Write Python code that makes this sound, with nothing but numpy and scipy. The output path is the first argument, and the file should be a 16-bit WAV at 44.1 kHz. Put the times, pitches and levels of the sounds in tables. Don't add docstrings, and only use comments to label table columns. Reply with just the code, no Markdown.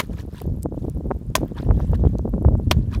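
import sys
import numpy as np
from scipy.fft import rfft, irfft, next_fast_len
from scipy.io import wavfile
from scipy.ndimage import map_coordinates

SR = 44100
rng = np.random.default_rng(int(sys.argv[2]) if len(sys.argv) > 2 else 0)


def wav_record(signal):
    frames = np.transpose(np.atleast_2d(signal))
    bounded = np.clip(frames, -1, 1)
    quanta = np.round(bounded * 32767).astype(np.int16)
    wavfile.write(sys.argv[1], SR, quanta)


N = 132300

# start_s, crack_db, tilt_db_per_octave, bite_hz, ring_db, ring_pitch_ratio
AXE_BLOWS = [(0.0, -16, -3, 1900, -12.5, 0.92), (1.3525, -14, -0.9, 6480, -2.5, 0.97),
             (2.7108, -12, -4, 3720, -6, 0.94)]
# pitch_hz, level_db, t60_s
RING_MODES = [(645, -7.5, 0.033), (1048, -0.5, 0.028), (1190, -6.5, 0.031), (1568, -16.5, 0.042),
              (1881, -15, 0.039), (2533, 6.5, 0.0092), (3440, 5.5, 0.01)]
# frequency_hz, gain_db
CRACK_EQ = [(200, -4.5), (700, -7.5), (2000, -5), (3500, -4.5), (4600, -8), (6500, -6), (8000, -12),
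            (11500, -6), (15500, -9)]


def axe(hold_s=0.0023, crack_t60_s=0.04, crumble_db=-21.5, crumble_t60_s=0.19, ring_rise_s=0.0038):
    out, t = np.zeros(N), np.arange(SR // 4) / SR
    for start_s, crack_db, tilt_db, bite_hz, ring_db, pitch_ratio in AXE_BLOWS:
        bite = lambda hz: amp(6 * np.exp(-(np.log2((hz + 1) / bite_hz) / .6) ** 2))
        crack = grit(lambda hz: colour(CRACK_EQ, tilt_db)(hz) * bite(hz), len(t))
        crack *= amp(-60 * np.maximum(t - hold_s, 0) / crack_t60_s)
        crumbs = grit(colour(CRACK_EQ, tilt_db - 3), len(t))
        crumbs *= amp(crumble_db - 60 * t / crumble_t60_s)
        ring = np.zeros(len(t))
        for hz, level_db, t60_s in RING_MODES:
            decay = amp(level_db + rng.normal(0, 1) - 60 * t / t60_s)
            ring += decay * np.sin(2 * np.pi * (hz * pitch_ratio * t + rng.random()))
        ring *= 1 - np.exp(-t / ring_rise_s)
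        add(out, start_s, amp(crack_db) * (crack + crumbs) + amp(ring_db) * ring)
    return out


def grit(response, size, grain_db=4.5):
    grain_gains = amp(grain_db * np.clip(rng.standard_normal(size), -2, 2))
    envelope = np.repeat(grain_gains, 32)[:size]
    return unit(filtered(envelope * rng.standard_normal(size), response))


# peak_s, half_length_s, level_db, tilt_db_per_octave
SHOWERS = [(0.032, 0.024, -53.5, 1.5), (.131, 0.013, -54, 0), (0.198, 0.017, -47, 0.5),
           (0.379, 0.028, -50, 1), (0.831, 0.069, -65, 4), (1.476, 0.037, -60.5, -2),
           (1.584, 0.0082, -35, -7), (1.617, 0.029, -53.5, 0), (1.826, 0.066, -56.5, 1),
           (1.951, 0.0034, -38.5, -1), (2.067, 0.043, -59, -1.5), (2.797, 0.082, -63, -1.5),
           (2.944, 0.012, -39.5, -2.5)]
# frequency_hz, gain_db
SLUSH_EQ = [(400, -22.5), (1000, 2.5), (1350, -4.5), (1750, 0), (2200, -8.5), (3400, -5), (4300, -9),
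            (8000, -17), (15000, -16)]


def slush(crackle_db=-71):
    high_pass = lambda hz: hz ** 2 / (hz ** 2 + 7000 ** 2)
    out = amp(crackle_db) * chips(high_pass, N, count=1000)
    t = np.arange(-SR // 3, SR // 3) / SR
    for peak_s, half_length_s, level_db, tilt_db in SHOWERS:
        eq = colour(SLUSH_EQ, tilt_db)
        patter = chips(eq, len(t))
        spray = .4 * noise(eq, len(t))
        add(out, peak_s + t[0], amp(level_db) * (patter + spray) / np.cosh(t / half_length_s))
    return out


def chips(response, size, count=1500, decay_cycles=5):
    when, pitch, softness = rng.random((count, 3)).T[..., None]
    hz, age = 900 * 16 ** pitch, np.arange(SR // 50)
    cycles = hz * age / SR
    strength = hz / (softness + .03) ** .6
    clinks = strength * np.exp(-cycles / decay_cycles) * np.sin(2 * np.pi * cycles)
    positions = (when * size).astype(int) + age
    patter = np.bincount(positions.ravel(), clinks.ravel(), size)[:size]
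    return unit(filtered(patter, response))


# start_s, level_db, centre_hz
ICE_TICKS = [(.402, -35.5, 2440), (.417, -32.5, 12000), (.624, -45, 6860), (.631, -30, 10300),
             (.898, -38, 10100), (1.916, -46, 12900), (2.185, -41.5, 5820), (2.927, -45, 1500)]


def ticks(t60_s=0.0091, half_width_octaves=0.67):
    out, t = np.zeros(N), np.arange(SR // 20) / SR
    for start_s, level_db, centre_hz in ICE_TICKS:
        band = lambda hz: 1 / (1 + (np.log2((hz + 1) / centre_hz) / half_width_octaves) ** 2)
        add(out, start_s, amp(level_db - 60 * t / t60_s) * noise(band, len(t)))
    return out


# time_s, strength_db
WIND_STRENGTH = [(0, -45), (0.088, -24), (.3, -35.5), (0.479, -19), (.63, -28.5), (0.739, -23.5),
                 (1.05, -24), (1.2, -32.5), (1.288, -22), (1.5, -30), (1.64, -22.5), (1.92, -16),
                 (2.17, -21), (2.451, -16.5), (2.6, -19.5), (2.78, -14.5), (2.87, -23), (3, -21.5)]
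# frequency_hz, gain_db
RUMBLE_EQ = [(20, -14.5), (32, -9.5), (45, 3.5), (62, 3.5), (100, -1), (180, -7), (300, -19), (500, -52),
             (900, -81)]


def wind(pop_count=460, pop_hz=181, pop_db=-31, swirl_db=5.5, clump_db=7):
    strength_db = np.interp(np.arange(N) / SR, *np.transpose(WIND_STRENGTH))
    gust_db = strength_db - strength_db.mean()
    swirl = np.tanh(wobble(55))
    rumble = unit(noise(colour(RUMBLE_EQ), N) * amp(swirl_db * swirl))
    out = amp(strength_db - 1) * rumble
    sputter_db = pop_db + 0.44 * gust_db + clump_db * swirl
    for _ in range(pop_count):
        i = int(rng.random() * N)
        level_scatter, pitch_scatter = np.clip(rng.standard_normal(2), -2, 2)
        pulse = pop(pop_hz * np.exp(.2 * (pitch_scatter / 2 + swirl[i])))
        add(out, (i - len(pulse) / 2) / SR, amp(sputter_db[i] + 2 * level_scatter) * pulse)
    return out


# centre_s, level_db
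WIND_THUMPS = [(1.708, -3.5), (2.069, -4), (2.486, -7.5)]
# centre_s, relative_level_db, pitch_hz
EDDY_POPS = [(0.418, -24.0, 356), (0.456, -21.0, 200.0), (0.487, -25.5, 180.0), (0.659, -13.5, 286),
             (0.724, -20, 250.0), (0.745, -25, 286), (0.777, -17.5, 220.0), (0.851, -20.5, 257),
             (0.883, -19.0, 225), (0.973, -25, 240.0), (1.009, -23.5, 248), (1.055, -24, 189),
             (1.113, -11, 477), (1.382, -22.0, 320.0), (1.416, -19.5, 270.0), (1.433, -12.5, 247),
             (1.52, -20.5, 206), (1.631, -21, 270.0), (1.69, -17.5, 282), (1.71, -16, 516),
             (1.803, -21, 497), (1.846, -21.5, 197), (1.934, -16.5, 390.0), (1.996, -24.5, 240.0),
             (2.039, -16.0, 269), (2.052, -16, 327), (2.071, -12, 240.0), (2.154, -16.0, 240.0),
             (2.194, -22, 305), (2.255, -13.0, 230.0), (2.278, -21, 290.0), (2.339, -24, 420),
             (2.364, -22.0, 208), (2.381, -17.5, 248), (2.423, -24, 260.0), (2.45, -14, 350),
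             (2.486, -12.5, 323), (2.553, -20.5, 336), (2.599, -21.0, 260.0)]


def eddies(thump_hz=73.4, thump_width_s=0.0059, spacing_s=0.00406, boost_db=3.5, flank_db=-6.5):
    out, t = np.zeros(N), np.arange(-SR // 20, SR // 20) / SR
    thump = -np.sin(2 * np.pi * thump_hz * t) * np.exp(-(t / thump_width_s) ** 2)
    for centre_s, level_db in WIND_THUMPS:
        add(out, centre_s + t[0], amp(level_db) * thump)
    for centre_s, level_db, pitch_hz in EDDY_POPS:
        for side in range(-2, 3):
            pulse = amp(level_db + boost_db + abs(side) * flank_db) * pop(pitch_hz * 0.75 ** abs(side))
            jitter = np.sign(side) * (rng.random() - .5)
            add(out, centre_s + spacing_s * (side + jitter) - len(pulse) / 2 / SR, pulse)
    return out


def pop(centre_hz, edge_db=-23.5, edge_ratio=1.91, size=2048):
    ratio = np.fft.rfftfreq(size, 1 / SR) / centre_hz
    hump = lambda r: (r * np.exp(-r)) ** 2
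    spectrum = hump(ratio) + amp(edge_db) * hump(ratio / edge_ratio)
    pulse = np.fft.fftshift(irfft(spectrum * np.exp(2j * np.pi * rng.random())))
    return pulse / np.abs(pulse).max()


# frequency_hz, gain_db
AIR_EQ = [(100, 2), (1000, 0.5), (2000, -10.5), (15000, -18.5)]


def air(level_db=-62.5, lull_db=-6, lull_at_s=0.697, lull_width_s=.06):
    lull = np.exp(-((np.arange(N) / SR - lull_at_s) / lull_width_s) ** 2)
    return amp(level_db + lull_db * lull) * noise(colour(AIR_EQ), N)


def amp(db):
    return 10 ** (np.asarray(db) / 20)


def unit(x):
    return x / np.sqrt(np.mean(x ** 2) + 1e-20)


def colour(points, tilt_db=0):
    points_hz, points_db = np.transpose(points)
    curve_db = lambda hz: np.interp(np.log(hz + 1), np.log(points_hz), points_db)
    return lambda hz: amp(curve_db(hz) + tilt_db * np.log2((hz + 100) / 2500))


def filtered(x, response):
    padded = next_fast_len(len(x) + 8192)
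    return irfft(rfft(x, padded) * response(np.fft.rfftfreq(padded, 1 / SR)), padded)[:len(x)]


def noise(response, size):
    return unit(filtered(rng.standard_normal(size), response))


def wobble(rate):
    return map_coordinates(rng.standard_normal(4096), [np.arange(N) * rate / SR], mode="wrap")


def add(out, start_s, x):
    i = int(round(start_s * SR))
    x, i = x[max(-i, 0):], max(i, 0)
    out[i:i + len(x)] += x[:max(N - i, 0)]


def scene():
    return (axe() + slush() + ticks() + wind() + eddies() + air())[None]


def record(dry, low_cut_hz=34, ceiling=.7, high_cut_hz=15850):
    trimmed = filtered(dry[0], lambda hz: hz ** 6 / (hz ** 6 + low_cut_hz ** 6))
    rounded = trimmed / (1 + (trimmed / ceiling) ** 6) ** (1 / 6)
    return filtered(rounded, lambda hz: 1 / (1 + (hz / high_cut_hz) ** 80))[None]


dry = scene()
out = record(dry)
wav_record(out)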